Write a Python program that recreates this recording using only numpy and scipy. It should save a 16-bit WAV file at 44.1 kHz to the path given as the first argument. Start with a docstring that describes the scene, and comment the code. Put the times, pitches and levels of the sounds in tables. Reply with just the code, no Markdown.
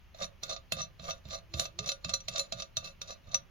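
"""Flicking a lug nut

A steel lug nut is flicked along a wheel stud by hand, about four times a second, close by in a garage.
At each flick a finger lands with a dull tick and a thud of the hub, the threads rasp as the nut spins,
and the loose nut clinks against the stud and rings. Behind it are a faint low tone and steady air."""
import sys
import numpy as np
from scipy import signal
from scipy.fft import rfft, irfft
from scipy.io import wavfile
from scipy.ndimage import uniform_filter1d

SR = 44100
rng = np.random.default_rng(int(sys.argv[2]) if len(sys.argv) > 2 else 0)


def bounce(signal):
    """Save signal as a 16-bit WAV file at the path given by the first command-line argument."""
    frames = np.transpose(np.atleast_2d(signal))
    limited = np.clip(frames, -1, 1)
    pcm = np.round(limited * 32767).astype(np.int16)
    wavfile.write(sys.argv[1], SR, pcm)


N = 154350
CONTACT_RISE_S = 0.0004
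STEEL_ALIKE = 0.65  # how alike the left and right noise are, from 0 to 1


# The loose nut hits the stud: t/s, click/dB, extra top treble/dB, nut ring/dB, stud ring/dB
CLINKS = [(.2196, -34, -28, -70, -60), (.5631, -38.5, -41, -59, -64), (0.8161, -46, -24, -48, -35),
          (1.041, -46.5, -17, -67, -59), (1.107, -33.5, -36, -56, -35), (1.307, -40, -19, -66, -57),
          (1.5962, -25.5, 10, -31.5, -36), (1.654, -35.5, -8, -64, -57), (1.86, -39.5, 5, -56, -41),
          (1.8753, -37, -12, -43, -39), (1.8898, -27, -7, -31, -33), (1.9169, -32.5, -8, -41, -40.5),
          (2.093, -31.5, 10, -54, -60), (2.1381, -27.5, 5, -33, -31), (2.203, -47.5, 11, -77, -50.5),
          (2.359, -29, -19, -53, -53), (2.38, -34, 14, -42.5, -35), (2.394, -30.5, -2, -29, -35),
          (2.6, -37.5, -23, -49, -53), (2.621, -33.5, -15, -51, -41)]
def clinks():
    """The free nut knocks against the stud, and both ring."""
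    out = np.zeros((2, N))
    for s, db, snap_db, nut_db, stud_db in CLINKS:
        add(out, s, knock(db, 0, snap_db, nut_db, stud_db, damping=0.97, nut_snap_db=max(snap_db, 0) / 2))
    return out


# A finger lands: t/s, tick/dB, treble tilt/dB per octave, extra top treble/dB, stud ring/dB, thud/dB
TOUCHES = [(0.146, -50, -7, -25, -62, -74), (0.4336, -31.5, 13.5, -7.5, -74, -54.5),
           (0.721, -25.5, -3.5, 13.5, -43, -42), (0.996, -46, -5.5, -44, -95, -48.5),
           (1.253, -48.5, -8, -34, -65, -46), (1.539, -34, -1, -34, -56, -39),
           (1.789, -30, 3, -21, -42, -43.5), (2.046, -31, -1.5, -23, -74, -41.5),
           (2.283, -30, 0, 0, -37, -48.5), (2.523, -30, 1, -14.5, -86, -47),
           (2.769, -29.5, 0, 2, -28, -48.5), (3.0155, -36, -0.5, -6, -41, -65),
           (3.271, -59.5, -5, -14, -80, -52.5), (3.3445, -27.5, -2.5, 1, -24, -55)]
def finger_ticks():
    """A finger brushes the nut just before it lands, then the nut seats with a tick that the finger damps."""
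    out = np.zeros((2, N))
    for s, db, tilt_db, snap_db, stud_db, _ in TOUCHES:
        scrape = amp(db - 23) * slide_in()
        add(out, s - scrape.shape[1] / SR, scrape)
        tick = knock(db, tilt_db, snap_db, db - 12, stud_db, damping=0.8, nut_snap_db=9 + snap_db / 2)
        add(out, s, tick)
    return out


# Tone of the hub's thud: f/Hz, level/dB
THUD_TONE = [(25, -29), (70, 1.5), (135, -2), (185, -2.5), (250, -20), (400, -34), (900, -69)]
def hub_thuds(size=20000, rise_s=0.0034, fade_s=0.039, tail_s=0.13):
    """Each landing finger shakes the heavy hub."""
    out, t = np.zeros((2, N)), np.arange(size) / SR
    shape = np.minimum(t / rise_s, 1) * (np.exp(-t / fade_s) + amp(-11) * np.exp(-t / tail_s))
    for s, *_, db in TOUCHES:
        rumble = unit(through(rng.standard_normal(size), colour(THUD_TONE)))
        add(out, s, amp(db) * shape * rumble)
    return out


# Tone of a brief contact on steel: f/Hz, level/dB
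STEEL_TONE = [(200, -31), (450, -10.5), (650, 6), (930, -23), (1180, -0.5), (1600, -5.5), (2120, -7),
              (3470, 2.5), (3720, 5.5), (3980, -2), (4250, 8.5), (4750, 0.5), (5450, -1), (6100, 7.5),
              (6600, -11), (7150, 2.5), (7800, -16), (8700, -27), (9700, -23), (11200, -34), (13200, -45),
              (16000, -55)]
# The notes each part rings with: f/Hz, level/dB, time to fade by 60 dB/s, left over right/dB
NUT_MODES = [(4106, -1.5, .1, -9), (7014, -5, .1, 4), (9435, -22, .12, -4), (9728, -21, .1, 0),
             (9790, -25, .08, 1), (13240, -23, .1, 0), (13490, -32, .09, 1), (14550, -27, .1, 7),
             (14980, -37, .09, 3)]
STUD_MODES = [(5560, -12, .06, -7), (5885, 0, .11, 5), (5965, -5, .07, 2), (6135, -3, .07, -1)]
HUB_MODES = [(549, -2, .13, -6), (656, -.5, .08, -5), (1170, -4, .1, -5), (1208, -4, .14, -9),
             (1428, -8, .17, 6), (2099, -10, .06, -10), (2659, -1, .09, 2), (3391, -6, .08, 9),
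             (3662, 2, .09, -10), (3730, 1, .05, -7), (3800, 1, .06, -2), (4170, 0, .05, -7),
             (4326, 0, .09, -5), (4550, -2, .04, -4), (4828, -5, .08, -2), (5146, -6, .05, -9)]
def knock(click_db, tilt_db, snap_db, nut_db, stud_db, damping, nut_snap_db, size=16000):
    """The threads meet in a few milliseconds of tiny contacts, then hub, nut and stud ring."""
    t = np.arange(size) / SR
    contact = np.exp(-np.maximum(t - CONTACT_RISE_S, 0) / 0.004)
    rattle = amp(-14) * np.exp(-t / 0.011)
    shape = np.minimum(t / CONTACT_RISE_S, 1) * (contact + rattle)
    click = through(shape * pair(size, STEEL_ALIKE), colour(STEEL_TONE, tilt_db, snap_db))
    hub = amp(click_db - 5) * ring(HUB_MODES)
    nut = amp(nut_db) * ring(NUT_MODES, damping, nut_snap_db)
    stud = amp(stud_db) * ring(STUD_MODES, damping)
    return amp(click_db) * click + hub + nut + stud


def ring(modes, damping=1, snap_db=0, size=16000, detune=0.0007, scatter_db=3):
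    """A struck part rings a little differently each time; damping below 1 shortens the ring."""
    t, out = np.arange(size) / SR, np.zeros((2, size))
    for hz, db, t60, left_db in modes:
        hz = hz * (1 + detune * rng.standard_normal())
        wave = np.sin(2 * np.pi * (hz * t + rng.random()))
        level = amp(db + snap(hz, snap_db) + scatter_db * rng.standard_normal())
        fade = np.exp(-np.log(1000) * t / (t60 * damping))
        out += amp([[left_db / 2], [-left_db / 2]]) * level * wave * fade
    strength = np.sqrt(sum(amp(mode[1]) ** 2 for mode in modes) / 2)
    return out * (1 - np.exp(-t / CONTACT_RISE_S)) / strength


def slide_in(size=1000, swell_s=0.003):
    """A brush of the finger that swells quickly just before the tick."""
    t = np.arange(size) / SR
    return np.exp((t - t[-1]) / swell_s) * through(pair(size, STEEL_ALIKE), colour(STEEL_TONE))


# The nut spins: t/s at top speed, speeding up/s, slowing down/s, rasp/dB, low chatter/dB
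SPINS = [(0.239, 0.055, 0.02, -38, -38.5), (0.528, 0.069, 0.018, -35.5, -41.5),
         (0.808, 0.055, 0.046, -35.5, -36.5), (1.084, 0.072, 0.075, -41.5, -40.5),
         (1.344, 0.066, 0.044, -39, -45.5), (1.611, 0.067, 0.07, -38.5, -41),
         (1.876, 0.082, 0.014, -44, -44), (2.12, 0.084, 0.045, -46.5, -45.5),
         (2.368, 0.091, 0.098, -41.5, -47.5), (2.597, 0.045, 0.043, -42.5, -46.5),
         (2.862, 0.064, 0.052, -44, -51.5), (3.098, 0.056, 0.059, -45, -48.5),
         (3.349, 0.089, 0.048, -51, -49)]
# Tone of the nut chattering in the thread: f/Hz, level/dB
CHATTER_TONE = [(100, -9.5), (190, -4), (290, -50), (480, -10.5), (550, 1), (680, 1.5), (780, -13),
                (930, -34), (1190, 3), (1330, -14.5), (2200, -19), (4000, -87.5)]
def thread_rasp(size=22050):
    """The rasp swells as the nut speeds up and dies as it coasts; each grip favours other notes."""
    out, t = np.zeros((2, N)), (np.arange(size) - size / 2) / SR
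    slips, wobble = tiny_slips(), tiny_slips()[0]
    for s, up, down, rasp_db, chatter_db in SPINS:
        from_peak = np.minimum(np.maximum(-t / up, t / down), 10)
        speed = amp(-20 * from_peak ** 1.41)
        now = np.clip(round(s * SR) - size // 2 + np.arange(size), 0, N - 1)
        modes = sum(amp(db) * unit(ring(part, damping=0.8, snap_db=3))
                    for part, db in [(NUT_MODES, -8), (STUD_MODES, -7), (HUB_MODES, -3)])
        friction = amp(rasp_db) * speed * slips[:, now]
        scrape = amp(-5) * through(friction, colour(STEEL_TONE, snap_db=-10))
        chatter = through(amp(chatter_db) * speed * wobble[now], colour(CHATTER_TONE))
        ringing = through(friction[0], modes / np.sqrt(modes.shape[1]))
        out[:, now] += scrape + chatter + ringing
    return out


def tiny_slips(per_s=1600, spread_db=3.3, flutter_db=3):
    """Rubbing surfaces move in tiny slips of uneven size that come in clumps."""
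    happens = rng.random(N) < per_s / SR
    sizes = amp(spread_db * np.minimum(rng.exponential(1, N), 4))
    clumps = unit(uniform_filter1d(uniform_filter1d(rng.standard_normal(N), size=200), size=200))
    return unit(happens * sizes * amp(flutter_db * clumps) * pair(N, STEEL_ALIKE))


# Skin brushes the nut: t/s, half-length/s, level/dB
BRUSHES = [(0.19, 0.028, -61), (0.454, 0.028, -54.5), (1.291, 0.022, -56.5)]
# Tone of skin on steel: f/Hz, level/dB
SKIN_TONE = [(3000, 10), (6500, 5), (8000, -19), (10000, -13), (14000, 1), (16000, -7)]
def finger_brushes():
    """A fingertip drags on the steel with a faint hiss."""
    t = np.arange(N) / SR
    level = sum(amp(db) * np.exp(-((t - s) / width) ** 2) for s, width, db in BRUSHES)
    return through(level * tiny_slips(), colour(SKIN_TONE))


# How long the garage echoes: f/Hz, time to fade by 60 dB/s
ECHO_TIMES = [(100, 0.96), (700, 0.24), (2500, 0.2), (6000, 0.12), (14000, 0.12)]
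def garage_echo(x, size=20000, level_db=-13.5, rise_s=0.0012):
    """The room returns a short wash of echoes, the treble dying first."""
    hz, t, noise = signal.stft(rng.standard_normal((2, size)), SR, nperseg=256)
    fade = np.exp(-np.log(1000) * t / read(ECHO_TIMES, hz)[:, None])
    tail = signal.istft(noise * fade, SR)[1]
    tail *= np.minimum(np.arange(tail.shape[1]) / SR / rise_s, 1)
    return amp(level_db) * through(x, tail / np.linalg.norm(tail[0]))


# Path of the low tone: t/s, f/Hz, level/dB
TONE_PATH = [(1.49, 328, -88), (1.57, 339, -56), (1.64, 317.6, -86), (1.739, 322, -78), (1.781, 348, -62),
             (1.808, 425, -54.5), (1.86, 434, -66), (1.949, 463, -84)]
def low_tone():
    """A faint tone swells twice and slides upward behind the middle flicks."""
    s, hz, db = np.transpose(TONE_PATH)
    t = np.arange(N) / SR
    phase = 2 * np.pi * np.cumsum(np.interp(t, s, hz)) / SR
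    return np.sqrt(2) * np.interp(t, s, amp(db), 0, 0) * np.sin(phase)


# Tone of the garage air: f/Hz, level/dB
AIR_TONE = [(12, -14), (20, 4.5), (81, 2.5), (310, -20), (377, -18), (485, -23), (949, -21.5), (1440, -23),
            (2020, -22.5), (2910, -21.5), (3740, -30.5), (6720, -34), (7310, -56), (11800, -39.5),
            (16000, -42)]
def garage_air(level_db=-57.5):
    """Steady rumble and hiss fill the garage."""
    gain = amp(read(AIR_TONE, np.fft.rfftfreq(N, 1 / SR)))
    return amp(level_db) * unit(irfft(rfft(pair(N, alike=0.54)) * gain, N))


# Which side each pitch of the steel is heard on: f/Hz, left over right/dB
BALANCE = [(600, -5), (1200, -4), (2100, -9), (2750, 2), (3300, 8), (3680, -8), (4600, -3), (5400, -7),
           (5950, 3), (6300, -2), (7400, 6), (15000, 2)]
def colour(points, tilt_db=0, snap_db=0, size=4096):
    """Turns a tone table into a stereo filter of unit energy, balanced like the steel."""
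    hz = abs(np.fft.fftfreq(size, 1 / SR))
    tilt = tilt_db * np.log2(np.maximum(hz, 500) / 500)
    sides = np.outer([.5, -.5], read(BALANCE, hz))
    db = read(points, hz) + tilt + snap(hz, snap_db) + sides
    spectrum = np.exp(np.conj(signal.hilbert(np.log(amp(db)))))  # nothing sounds before the hit
    return unit(np.fft.ifft(spectrum).real) / np.sqrt(size)


def snap(hz, db, above_hz=8030):
    """A harder contact lifts the top treble by db."""
    return db / (1 + (above_hz / (hz + 1)) ** 12)


def amp(db):
    """Turns decibels into a gain."""
    return 10 ** (np.asarray(db) / 20)


def unit(x):
    """Scales to an average strength (rms) of 1."""
    return x / np.sqrt(np.mean(x ** 2) + 1e-20)


def read(points, hz):
    """Looks up a table by frequency, on a log scale."""
    f, value = np.transpose(points)
    return np.interp(np.log(hz + 1), np.log(f), value)


def add(mix, s, sound):
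    """Mixes a stereo sound in at s seconds."""
    part = mix[:, round(s * SR):][:, :sound.shape[1]]
    part += sound[:, :part.shape[1]]


def through(x, response):
    """Passes a sound through a filter, keeping its length."""
    return signal.fftconvolve(np.atleast_2d(x), response, axes=1)[:, :x.shape[-1]]


def pair(size, alike):
    """Left and right noise, partly alike."""
    a, b = rng.standard_normal((2, size))
    return np.array([a, alike * a + np.sqrt(1 - alike ** 2) * b])


# How far the steel's sound on the right trails the left: f/Hz, lag/radians
RIGHT_LAG = [(300, 0), (520, -1.3), (1200, -2.1), (1750, -3.7), (2100, -2.3), (2660, 1.4), (3660, 4.9),
             (4100, 7.3), (4330, 3.2), (4820, 5.8), (5340, 4.3), (6300, 4), (7000, 6.3), (9600, 5.3),
             (13240, 4.7), (14550, 7.3)]
def scene():
    """The steel reaches left and right out of step and echoes; thuds, tone and air lie underneath."""
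    left, right = finger_ticks() + clinks() + thread_rasp() + finger_brushes()
    lag = np.exp(-1j * read(RIGHT_LAG, np.fft.rfftfreq(N, 1 / SR)))
    steel = np.array([left, irfft(rfft(right) * lag, N)])
    return steel + garage_echo(steel) + hub_thuds() + low_tone() + garage_air()


def record(dry):
    """Cuts the treble above 16100 Hz."""
    lowpass = signal.firwin(401, 16100, window=("kaiser", 9), fs=SR)
    return signal.oaconvolve(dry, lowpass[None], "same")


dry = scene()
out = record(dry)
bounce(out)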